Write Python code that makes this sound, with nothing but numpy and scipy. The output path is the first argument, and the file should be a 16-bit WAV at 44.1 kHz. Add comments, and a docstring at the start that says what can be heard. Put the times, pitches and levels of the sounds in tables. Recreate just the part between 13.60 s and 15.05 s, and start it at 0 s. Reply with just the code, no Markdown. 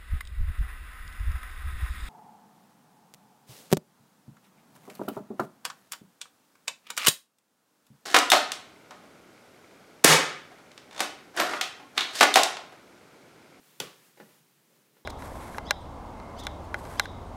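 """A small, quiet room with a wooden floor, across which someone steps.
A board lets go with one sharp crack: a joint slips and excites the board's modes. A footfall thuds
after it and a few faint knocks follow, each driving the modes of the floor and the joists.
The room reverberates briefly after each, over a low rumble and a soft hiss that swells and fades."""
import sys
import numpy as np
from scipy import signal
from scipy.fft import irfft
from scipy.io import wavfile

SR = 44100
rng = np.random.default_rng(int(sys.argv[2]) if len(sys.argv) > 2 else 0)


def put_to_file(sound):
    """Save the sound as 16-bit audio at rate SR, in the file named by the first command-line argument."""
    columns = np.atleast_2d(sound).T  # one column per channel
    safe = np.clip(columns, -1, 1)
    whole_steps = np.round(safe * 32767)
    wavfile.write(sys.argv[1], SR, whole_steps.astype(np.int16))


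N = 63945


def amp(db):
    """Amplitude ratio of a level: a factor of ten for every 20 dB."""
    return 10 ** (np.asarray(db) / 20)


def unit(x):
    """Normalisation to an rms of one."""
    return x / np.sqrt(np.mean(x ** 2) + 1e-20)


def at_frequency(points, hz):
    """Linear interpolation of a table on a logarithmic frequency axis."""
    f, value = np.transpose(points)
    return np.interp(np.log(hz + 1), np.log(f + 1), value)


def add(mix, start_s, sound):
    """Superposition: a sound adds to the mix from its starting time on."""
    part = mix[max(round(start_s * SR), 0):][:len(sound)]
    part += sound[:len(part)]


def noise(spectrum):
    """Fourier synthesis: random phases under a given spectral shape make noise, here of rms one."""
    hz = np.fft.rfftfreq(N, 1 / SR)
    phasors = np.exp(2j * np.pi * rng.random(len(hz)))
    return unit(irfft(phasors * amp(at_frequency(spectrum, hz)), N))


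def ring(modes):
    """Free vibration of a struck body: a sum of damped sines, the deep ones building up more slowly."""
    t, out = np.arange(N) / SR, np.zeros(N)
    rise_cycles = 0.45
    for hz, db, t60 in modes:
        rise = 1 - np.exp(-hz * t / rise_cycles)
        out += amp(db - 60 * t / t60) * rise * np.sin(2 * np.pi * hz * t)
    return out


def air():
    """Ambient noise: a soft hiss and the rumble of the room's air, each slowly modulated in amplitude."""
    # spectral densities of hiss and rumble: f/Hz, relative level/dB
    hiss_spectrum = [(400, -12.5), (800, -2.5), (1300, -3.5), (2000, -4), (4900, -7.5), (9000, -8.5),
                     (13300, -8), (15200, -8.5), (16000, -12.5)]
    rumble_spectrum = [(20, 10), (45, 6), (70, -5), (105, -12), (135, 2.5), (190, -1.5), (280, -3.5),
                       (380, -2.5), (600, -10), (1000, -23.5), (2500, -31)]
    # envelopes of hiss and rumble: t/s, level/dB
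    hiss_levels = [(0, -64.5), (.08, -61.5), (.18, -63.5), (.32, -64.5), (.46, -61.5), (.55, -66),
                   (.6, -61.5), (.66, -62.5), (.75, -62.5), (.83, -67.5), (1.05, -68.5), (1.16, -66.5),
                   (1.32, -70), (1.38, -66.5), (1.45, -70)]
    rumble_levels = [(0, -64), (.4, -64.5), (.54, -65.5), (.7, -64), (.85, -67.3), (1, -68.7),
                     (1.15, -65.2), (1.28, -67.3), (1.38, -65.8), (1.45, -68)]
    t = np.arange(N) / SR
    hiss = unit(signal.lfilter(*signal.butter(2, 400, "high", fs=SR), noise(hiss_spectrum)))
    hiss *= amp(np.interp(t, *np.transpose(hiss_levels)))
    rumble = noise(rumble_spectrum) * amp(np.interp(t, *np.transpose(rumble_levels)))
    return hiss + rumble


def diffuse_tail(spectrum):
    """Diffuse field: reflections build up quickly, then decay exponentially at each band's own rate."""
    # reverberation time of the room: f/Hz, T60/s
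    room_t60 = [(100, .5), (260, 0.34), (700, 0.49), (1840, 0.4366), (4850, 0.4341), (12800, 0.32)]
    build_s = 0.0026
    hz, t, bands = signal.stft(noise(spectrum), SR, nperseg=256)
    decay = amp(-60 * t / at_frequency(room_t60, hz)[:, None])
    tail = signal.istft(bands * decay, SR, nperseg=256)[1][:N]
    return tail * (1 - np.exp(-np.arange(N) / SR / build_s))


def reverberation(sound):
    """The room as a linear system: convolution with an impulse response of unit energy."""
    # spectrum of the reverberant tail: f/Hz, relative level/dB
    room_spectrum = [(60, 8), (150, -2.5), (400, -0.5), (1000, 2), (2400, -2), (3400, -4), (5000, -5),
                     (9000, -1), (15000, -5.5)]
    response = diffuse_tail(room_spectrum)
    return signal.fftconvolve(sound, response / np.linalg.norm(response))[:N]


def sag():
    """Deflection under load: the floor gives after the crack with one deep, soft Gaussian pulse."""
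    centre_s, width_s, pitch_hz = 0.243, 0.018, 54
    t = np.arange(N) / SR - centre_s
    return amp(-67) * np.exp(-(t / width_s) ** 2) * np.sin(2 * np.pi * pitch_hz * t)


def steps():
    """Impact excitation: the sole knocks the boards, then the weight sets the joists vibrating."""
    # footfalls and knocks: t/s, level/dB, treble corner f/Hz, relative level on the joists/dB
    impacts = [(.573, -57.5, 6000, -11), (0.59, -62, 900, -12), (.5997, -48.3, 3200, -3),
               (0.6104, -51.5, 700, 4), (.638, -68, 200, 12), (.772, -77, 150, 14), (1.101, -73, 400, 1),
               (1.128, -69, 500, 0), (1.367, -64, 4500, -7)]
    # modes of the floor under a foot and of the joists: f/Hz, relative level/dB, T60/s
    floor_modes = [(368, -4, .09), (436.5, -1, .07), (463, -2, .085), (525, -3.5, .08), (826, -2, .07),
                   (885, -2.5, .035), (1443, -1.5, 0.046), (1753, -3, 0.054), (1940, -5, .045),
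                   (2890, -8, 0.07)]
    joist_modes = [(135, -9.5, .13), (159.4, -1, .12), (223, 3.5, 0.13), (263, -4, 0.088)]
    # spectral density of the sole's contact noise: f/Hz, relative level/dB
    sole_spectrum = [(60, -20), (200, -3), (480, 5), (1100, -7), (1800, -5), (3600, -11.5), (8000, -24),
                     (15000, -34)]
    sole_fall_s, joist_lag_s, joist_rise_s = 0.015, 0.00424, 0.007
    t, direct = np.arange(N) / SR, np.zeros(N)
    boards = ring(floor_modes)
    joists = ring(joist_modes) * (1 - np.exp(-t / joist_rise_s))
    for start_s, db, corner_hz, weight_db in impacts:
        contact = amp(0.5) * noise(sole_spectrum) * np.exp(-t / sole_fall_s)
        knock = signal.lfilter(*signal.butter(1, corner_hz, fs=SR), boards + contact)
        add(direct, start_s, amp(db) * knock)
        add(direct, start_s + joist_lag_s, amp(db + weight_db) * joists)
    return direct + amp(-9.5) * reverberation(direct)


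def crack():
    """Stick-slip: a burst of tiny slips excites the board's modes; nearby walls reflect the sound."""
    # spectral density of the slipping joint's snap: f/Hz, relative level/dB
    snap_spectrum = [(100, -28), (700, -15), (2200, -11), (3300, -1), (4000, -7), (5700, -1), (7600, 1),
                     (8100, -12), (8700, -9), (10000, -12), (11500, -9), (12150, -1.5), (12900, -13),
                     (15500, -18)]
    # modes of the cracking board: f/Hz, relative level/dB, T60/s
    board_modes = [(132.4, -21.5, 0.22), (158.6, -20.5, 0.25), (267.4, -20, 0.15), (425, -1, 0.044),
                   (506.5, -16, 0.15), (898, 0.5, 0.017), (1140, -27.5, 0.4), (1463, -7, 0.038),
                   (1970, -6, 0.026), (2605, -6, .026), (2960, -4.5, 0.034), (3295, -3, 0.036),
                   (3460, -1, 0.035), (4650, -5, .03), (5600, -1, 0.021), (6030, -11, 0.015),
                   (12070, -8, 0.01)]
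    # early reflections: delay t/s, amplitude ratio
    reflections = [(0.0108, 0.16), (0.0138, 0.071), (0.021, 0.087), (.038, 0.056)]
    # spectral density that the crack radiates into the room: f/Hz, relative level/dB
    radiated_spectrum = [(30, -26), (90, -14), (140, 6), (300, 3), (370, 8.5), (520, 6), (680, -2.5),
                         (1200, 0), (2200, -1.5), (3100, 0.5), (4200, -2.5), (6500, -6.5), (8500, -9.5),
                         (12500, -13.5), (15500, -15)]
    crack_s, rise_s, fall_s = 0.2019, 0.00058, 0.0019
    t = np.arange(N) / SR - crack_s
    snap_envelope = np.exp(np.minimum(t / rise_s, -t / fall_s))
    direct = amp(-24) * noise(snap_spectrum) * snap_envelope
    add(direct, crack_s, amp(-27.5) * ring(board_modes))
    out = direct + amp(-16.5) * reverberation(direct)
    for delay_s, gain in reflections:
        add(out, delay_s, gain * direct)
    add(out, crack_s, amp(-39) * diffuse_tail(radiated_spectrum))
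    return out


def scene():
    """Superposition of the sources: a high-pass takes the deep bass from all but the sag."""
    low_cut = signal.butter(N=6, Wn=113, btype="high", fs=SR, output="sos")
    return (signal.sosfilt(low_cut, crack() + steps() + air()) + sag())[None]


def record(dry):
    """Band limiting: a linear-phase low-pass removes the highest treble."""
    low_pass = signal.firwin(401, cutoff=15900, window=("kaiser", 9), fs=SR)
    return signal.oaconvolve(dry, low_pass[None], "same")


dry = scene()
out = record(dry)
put_to_file(out)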